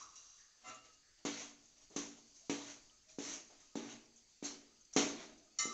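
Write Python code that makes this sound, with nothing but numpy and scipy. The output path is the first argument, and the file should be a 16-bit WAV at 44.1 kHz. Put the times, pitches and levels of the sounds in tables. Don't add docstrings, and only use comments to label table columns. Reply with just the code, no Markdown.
import sys
import numpy as np
from scipy import signal
from scipy.fft import rfft, irfft, next_fast_len
from scipy.io import wavfile
from scipy.ndimage import uniform_filter1d, map_coordinates

SR = 44100
rng = np.random.default_rng(int(sys.argv[2]) if len(sys.argv) > 2 else 0)


def unload_wav(signal):
    wavfile.write(
        sys.argv[1],
        SR,
        np.round(np.clip(np.atleast_2d(signal).T, -1, 1) * 32767).astype(np.int16),
    )


def elevation(decibels):
    levels = np.asarray(decibels, float)
    return 10 ** (levels / 20)


N = 252781

# (time [s], main mode [dB], lower mode against it [dB], hardness [dB], push [dB])
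LANDINGS = [
    (1.2510, -37.5, -7.5, 0, -36),
    (1.9625, -41.5, -5.5, 1.5, -30.5),
    (2.4964, -37.5, -18.5, 1.5, -34),
    (3.1854, -44.5, -20, -4, -26.5),
    (3.7555, -40.5, -5.5, -2, -26.5),
    (4.4262, -45, -8, -11, -29.5),
    (4.9631, -34, -1.5, 2.5, -16),
    (5.6544, -53, 3, 2.5, -28),
]
# (frequency [Hz], level [dB], T60 [s])
PAN_MODES = [(232.3, -1.86, 0.78), (286, 1, 0.55), (329.8, 0.4, 0.33), (287.4, -4, 0.066),
             (705, -14, 0.088), (122, -19, 0.99), (180, -13.5, 0.51), (392, -7, .4), (423.6, -5.5, 0.2),
             (489.4, -10.5, 0.53), (632.4, -14, 0.31), (744, -8.5, 0.12), (845, -9.5, .22),
             (928, -12, 0.14), (1150, -16, 0.29)]
# (time [s], hiss [dB], wall body against hiss [dB], pan floor against body [dB], fade [dB/s])
SKIDS = [
    (0, -54.5, -6.5, 1, 100),
    (0.157, -57.5, -22, -22, 45),
    (1.253, -43, 5.5, -3, 110.5),
    (1.963, -40.5, -1, -12.5, 122),
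    (2.498, -41.5, 2, 2.5, 115),
    (3.187, -52, 0, -6, 150),
    (3.755, -52.5, 5, 8.5, 94.5),
    (4.427, -62.5, 10, 3, 97.5),
    (4.965, -31, 2.5, 5.5, 126),
    (5.589, -41, -6.5, -31, 76),
]
# (time at full pressure [s], hiss [dB], wall body against hiss [dB], hold [s], build-up [dB/s])
PUSHES = [
    (0.688, -57.5, 6.5, 0.023, 260),
    (1.407, -48.5, 1, 0.014, 89),
    (2.685, -51.5, 0.5, 0.021, 74.5),
    (3.249, -46, -2, 0.1, 131),
    (3.917, -56, 4.5, 0.0079, 67),
    (4.452, -43, -3.5, 0.0089, 598),
    (5.202, -57.5, 6, 0.033, 67),
]
# (time [s], hiss [dB], wall body against hiss [dB], length [s])
PEELS = [(0.118, -61, -20, .03), (0.372, -60, -11, 0.047), (0.576, -76, -20, 0.032),
         (0.834, -60.5, 0.5, 0.058), (0.92, -62.5, -10, 0.033), (1.176, -71.5, 7, 0.046),
         (1.583, -68, -17, 0.28), (1.758, -67.5, 1.5, 0.1), (1.808, -58, -8, 0.03), (1.912, -63, 1, 0.18),
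         (2.17, -60, -30, 0.043), (2.243, -64, -30, 0.21), (2.344, -60.5, -18, 0.2), (2.81, -67, -6, 0.18),
         (3.081, -57, -6, .06), (3.497, -64, 2.5, 0.13), (3.595, -60.5, -7, 0.078), (4.05, -82, -12, 0.047),
         (4.17, -63, -13, 0.051), (4.276, -70.5, -8, 0.2), (4.596, -75, 8.5, 0.1), (4.926, -51, -11, 0.089),
         (5.286, -73.5, 14, 0.083), (5.374, -60, -9, 0.019), (5.567, -64, 4, .02)]
# (frequency [Hz], density [dB/Hz])
EDGE_HISS = [(2530, -24), (4300, -14.5), (4480, -15.5), (5020, -15.5), (5890, -5.5), (6450, -4),
             (7220, -13), (7690, -17.5), (7880, -28), (8230, -39), (10700, -72.5), (18100, -120)]
# (frequency [Hz], density [dB/Hz])
WALL_BODY = [(320, -3.5), (550, -3), (614, 4.5), (803, -2.5), (873, -2), (1780, -2.5), (2120, -1),
             (4480, -2.5), (5000, -16.5), (6500, -39.5), (11000, -120)]
# (frequency [Hz], level [dB], T60 [s], swell [s])
RIM_MODES = [(1178, -43, .65, .02), (1301, -46, .9, .012), (1828, -51, .4, .005), (2062, -42, .45, .008),
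             (2081, -41, .55, .008), (2989, -48, .4, .01), (3707, -49, .35, .015), (3776, -51, .3, .004),
             (3959, -49, .7, .012), (4007, -52, .25, .003), (4422, -38, .22, .004), (5337, -43, .3, .002),
             (5667, -46, .35, .002), (5727, -43, .28, .004), (5780, -45, .4, .002), (5851, -37, .25, .002),
             (5872, -34, .28, .003), (6455, -42, .2, .005), (6920, -46, .3, .002), (6979, -42, .35, .001),
             (7021, -39, .28, .002), (7107, -42, .22, .006), (7406, -51, .35, .012), (7626, -54, .25, .012)]
# (frequency [Hz], level [dB], T60 [s], swell [s])
BLADE_MODES = [(280, -69.5, 0.72, 0.017), (503, -64.5, 0.62, 0.036), (640, -62.5, 0.53, 0.03),
               (745, -52, .3, 0.023), (1027, -51, 0.24, 0.029), (1174, -44, 0.34, 0.056),
               (1290, -43.5, 0.39, 0.074), (1250, -79, 1.7, .06), (1345, -51, 0.35, 0.028),
               (1820, -59, 0.34, 0.037), (2073, -50.5, 0.29, 0.034), (2770, -63, 0.41, .03),
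               (2770, -59.5, 0.58, .06), (2840, -67, 0.81, .03), (3569, -61, 0.18, 0.043),
               (4500, -61, 0.43, .05), (5270, -64.5, .35, .03), (5660, -56, 0.33, .05),
               (6260, -62, 0.48, 0.033), (6450, -64, 0.42, .03), (7140, -60, 0.43, .03)]
# (time [s], peak [dB], pitch [Hz], T60 [s])
TICKS = [(0.0245, -47, 6080, 0.076), (0.156, -48.5, 5800, 0.11), (0.6862, -50, 6620, 0.06),
         (0.745, -49.5, 6600, 0.088), (1.6551, -58.5, 6270, 0.086), (1.7796, -57, 6030, 0.06),
         (1.81, -57.5, 1100, 0.11), (1.9006, -60, 6200, .08), (2.8968, -54.5, 3000, 0.042),
         (3.089, -61, 3720, 0.063), (3.092, -57.5, 2400, 0.093), (4.0567, -55, 5630, 0.044),
         (4.1596, -54, 6350, 0.12), (4.8509, -57, 6200, 0.022), (4.9062, -67, 2400, 0.063),
         (4.9362, -35, 5860, 0.017), (4.94, -57, 6100, 0.13), (4.9523, -41, 5950, 0.048)]
# (time [s], length [s], pitch [Hz], width [Hz], level [dB])
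SLIDES = [(0, 0.11, 1150, 260, -55), (.19, 0.4, 1230, 320, -75.5), (0.375, 0.27, 1760, 350, -74.5),
          (0.67, 0.13, 122, 9.4, -73), (1.028, 0.36, 1720, 700, -77), (1.899, 0.088, 290, 450, -60),
          (2.407, 0.045, 640, 130, -69), (2.901, 0.11, 1254, 120, -79.5), (3.063, 0.17, 636, 13, -75),
          (3.495, 0.055, 624, 450, -64), (3.622, 0.14, 1254, 17, -76), (4.7, 0.14, 1245, 76, -81),
          (5.2, .2, 640, 150, -65), (5.46, .1, 1245, 50, -79), (3.852, 0.2, 122, 17, -71),
          (4.442, 0.065, 4250, 530, -48.5), (4.445, 0.028, 6510, 70, -35.5), (4.44, 0.035, 7300, 150, -47),
          (4.805, 0.028, 6380, 88, -62.5), (5.567, 0.022, 6300, 540, -77)]
# (time [s], length [s], level [dB])
TREMBLES = [
    (.005, 0.15, -65.5),
    (0.157, 0.11, -62),
    (0.286, 0.14, -67.5),
    (0.379, 0.06, -71),
]
# (frequency [Hz], width [Hz], level [dB])
LADLE_TONES = [(2800, 160, -9.5), (3930, 76, -6), (4720, 150, -7.5), (5800, 140, 2.5), (6270, 260, -1)]
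# (frequency [Hz], density [dB/Hz])
SIZZLE = [(20, 4.0), (150, -9.5), (280, -10.5), (640, -15), (920, -16.5), (1250, -18.0), (2500, -13),
          (4150, -11.0), (4400, -2.5), (4900, -3.5), (5250, -9.5), (6400, -2), (7600, -11), (8300, -25.0),
          (9000, -120)][:]
# (frequency [Hz], T60 [s])
KITCHEN = [(150, 0.91), (600, 0.76), (2500, 0.49), (7000, 0.3)]
# (frequency [Hz], gain [dB])
MIC = [(20, -49.5), (100, -17), (190, -3), (2000, -2.5), (5000, 0.5), (6300, 5), (7400, 10), (8000, -24),
       (8500, -40.5), (9500, -32), (16000, -49)]
# (time [s], level [dB])
FLINCHES = [
    (3.7592, -66),
    (4.9685, -59),
    (4.9716, -57.5),
    (5.5962, -45.5),
    (5.608, -52),
]


def unit(x):
    return x / np.sqrt(np.mean(x ** 2) + 1e-20)


def along(points, hz):
    f, v = np.transpose(points)
    return np.interp(np.log(hz + 1), np.log(f + 1), v)


def filtered(x, response):
    m = next_fast_len(N + SR)
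    return irfft(rfft(x, m) * response(np.fft.rfftfreq(m, 1 / SR)), m)[:N]


def causal(points):
    cepstrum = irfft(np.log(elevation(along(points, np.fft.rfftfreq(4096, 1 / SR)))))
    cepstrum[1:2048] *= 2
    cepstrum[2049:] = 0
    return irfft(np.exp(rfft(cepstrum)))


def modes(table):
    def response(f):
        total = 0
        for k, (hz, db, t60) in enumerate(table):
            damping = 1j * f * np.log(1000) / np.pi / t60
            total = total + (-1) ** k * elevation(db) * SR / np.pi * 1j * f / (hz * hz - f * f + damping) / 2
        return total
    return response


def patchy(depth_db):
    z = signal.stft(rng.standard_normal(N), nperseg=512)[2]
    field = uniform_filter1d(rng.standard_normal(z.shape), 5, 0)
    field = uniform_filter1d(field, 10, 1)
    return signal.istft(z * elevation(depth_db * unit(field)), nperseg=512)[1][:N]


def grit(rate, spread_db):
    slips = rng.random(N) < rate / SR
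    sign_and_size = slips * rng.standard_normal(N)
    return unit(sign_and_size * elevation(spread_db * np.minimum(rng.exponential(size=N), 3)))


def burst(t, length, rise):
    return (1 - np.exp(-t / rise)) * elevation(-20 * t / length)


def tail(length):
    hz, t, z = signal.stft(rng.standard_normal(length), SR, nperseg=256)
    x = signal.istft(z * elevation(-60 * t / along(KITCHEN, hz)[:, None]), SR, nperseg=256)[1][:length]
    return x / np.linalg.norm(x)


def knocks():
    out, t = np.zeros(N + SR), np.arange(SR) / SR
    for start, db, lower_db, hard_db, push_db in LANDINGS:
        upper_db = hard_db - 6.5
        shares = [lower_db, 0, upper_db, *(hard_db + rng.normal(0, 2.5, len(PAN_MODES) - 3))]
        wander = rng.standard_normal((len(PAN_MODES), 30))
        ring = 0
        for share, knots, (hz, mode_db, t60) in zip(shares, wander, PAN_MODES):
            loading = map_coordinates(knots, [t * 22]) * np.minimum(t / 0.03, 1)
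            level = db + mode_db + share + 3.5 * np.minimum(loading, 1) - 60 * t / t60
            ring = ring - elevation(level) * np.sin(2 * np.pi * hz * t)
        push = -np.sin(2 * np.pi * 340 * t) * elevation(push_db + 5.5 - 60 * t / 0.0086) * (1 - np.exp(-t / 0.001))
        push += elevation(-6.5) * np.pad(push, (round(0.0185 * SR), 0))[:SR]
        crack = elevation(db + hard_db - 7 - 60 * t / 0.026) * rng.standard_normal(SR)
        wet = np.pad(signal.fftconvolve(push + crack, tail(SR)), (330, 0))[:SR]
        out[round(start * SR):][:SR] += elevation(-0.47) * ring + push + crack + elevation(-4.5) * wet
    return out[:N]


def contact():
    t, power = np.arange(N) / SR, np.zeros((3, N))

    def add(level, body_db, boom_db):
        power[:] += (level * elevation([[0], [body_db], [body_db + boom_db]])) ** 2

    for start, db, body_db, boom_db, fade in SKIDS:
        bite = np.clip((t - start + 0.002) / 0.0021, 0, 1)
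        add(bite * elevation(db - fade * np.abs(t - start)), body_db, boom_db)
    for full, db, body_db, hold, press in PUSHES:
        landed = t > max(row[0] for row in SKIDS if row[0] < full)
        build_up = press * np.maximum(full - t, 0)
        release = 156.5 * np.maximum(t - full - hold, 0)
        add(landed * elevation(db - build_up - release), body_db, -9)
    for start, db, body_db, length in PEELS:
        add(elevation(db) * burst(np.maximum(t - start, 0), 2.4 * length, rise=0.01), body_db, -6.5)
    return np.sqrt(power)


def drag():
    def edge():
        return elevation(-4.0) * grit(rate=6000, spread_db=4.0) + patchy(depth_db=2.5)

    hiss = unit(filtered(edge(), lambda f: elevation(along(EDGE_HISS, f))))
    body = unit(filtered(edge(), lambda f: elevation(along(WALL_BODY, f)) * f ** 2 / (f ** 2 + 200 ** 2)))
    boom = unit(filtered(edge(), lambda f: modes(PAN_MODES)(f) * (f ** 2 / (f ** 2 + 140 ** 2)) ** 2))
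    scrape = np.sum(contact() * [hiss, elevation(-4.0) * body, elevation(-6.0) * boom], axis=0)
    return elevation(-2.02) * (scrape + elevation(-13.5) * signal.fftconvolve(scrape, tail(SR))[:N])


def chatter(start, table, rough_db, rate, softness):
    out, t = np.zeros(N + SR), np.arange(SR // 2) / SR
    for hz, db, t60, swell in table:
        flutter, drift = (map_coordinates(k, [t * rate]) for k in rng.standard_normal((2, 100)))
        level = elevation(db + rough_db * flutter - 60 * t / t60) * (1 - np.exp(-t / swell)) ** softness
        phase = rough_db / 5 * drift + 7 * rng.random()
        out[round(start * SR):][:len(t)] += level * np.sin(2 * np.pi * hz * t + phase)
    return out[:N]


def rim():
    ring = chatter(5.5866, RIM_MODES, rough_db=3.5, rate=70.2, softness=0.73)
    return elevation(1.0) * ring + elevation(-23.0) * signal.fftconvolve(ring, tail(SR))[:N]


def blade():
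    return elevation(5.5) * chatter(0.632, BLADE_MODES, rough_db=4.5, rate=33.2, softness=2.26)


def ticks():
    out, t = np.zeros(N + SR), np.arange(SR // 4) / SR
    for start, db, hz, t60 in TICKS:
        peak = signal.iirpeak(hz, 6, SR)
        band = signal.lfilter(*peak, signal.lfilter(*peak, rng.standard_normal(len(t))))
        snap = elevation(-5 - 60 * t / 0.024) * np.sin(2 * np.pi * hz * t)
        puff = elevation(-10.5 - 60 * t / t60) * unit(band)
        onset = 1 - np.exp(-t / (0.012 * t60))
        out[round(start * SR):][:len(t)] += elevation(db) * onset * (snap + puff)
    return out[:N]


def slides():
    out, t, f = np.zeros(N + SR), np.arange(SR) / SR, np.arange(SR // 2 + 1)
    trembling = [(start, length, hz, width, db + tone_db)
                 for start, length, db in TREMBLES for hz, width, tone_db in LADLE_TONES]
    for start, length, hz, width, db in SLIDES + trembling:
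        hollow = (f * width / (hz * hz - f * f + 1j * f * width)) ** 2
        hum = unit(irfft(rfft(rng.standard_normal(SR)) * hollow, SR))
        out[round(start * SR):][:SR] += elevation(db) * hum * burst(t, 1.75 * length, rise=0.0071)
    return out[:N]


def quiet():
    return elevation(-70) * unit(filtered(patchy(depth_db=1.86), lambda f: elevation(along(SIZZLE, f))))


def scene():
    struck = signal.fftconvolve(knocks() + ticks(), causal(MIC))[:N]
    return (struck + rim() + blade() + drag() + slides() + quiet())[None]


def roll_off(x):
    return signal.sosfilt(signal.butter(12, 15800, fs=SR, output="sos"), x)


def record(dry):
    band = signal.sosfilt(signal.ellip(8, 0.2, 70, 8150, fs=SR, output="sos"), dry)
    overloaded = band - 0.9 * band ** 3
    t = np.arange(N) / SR
    flinch = sum(elevation(db - 60 * np.abs(t - start) / 0.0088) for start, db in FLINCHES)
    spit = flinch * filtered(rng.standard_normal(N), lambda f: (f > 8000) * (8000 / (f + 1)) ** 4.5)
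    hiss = filtered(rng.standard_normal(N), lambda f: f < 15800)
    return roll_off(overloaded + spit + elevation(-97) * hiss)


dry = scene()
out = record(dry)
unload_wav(out)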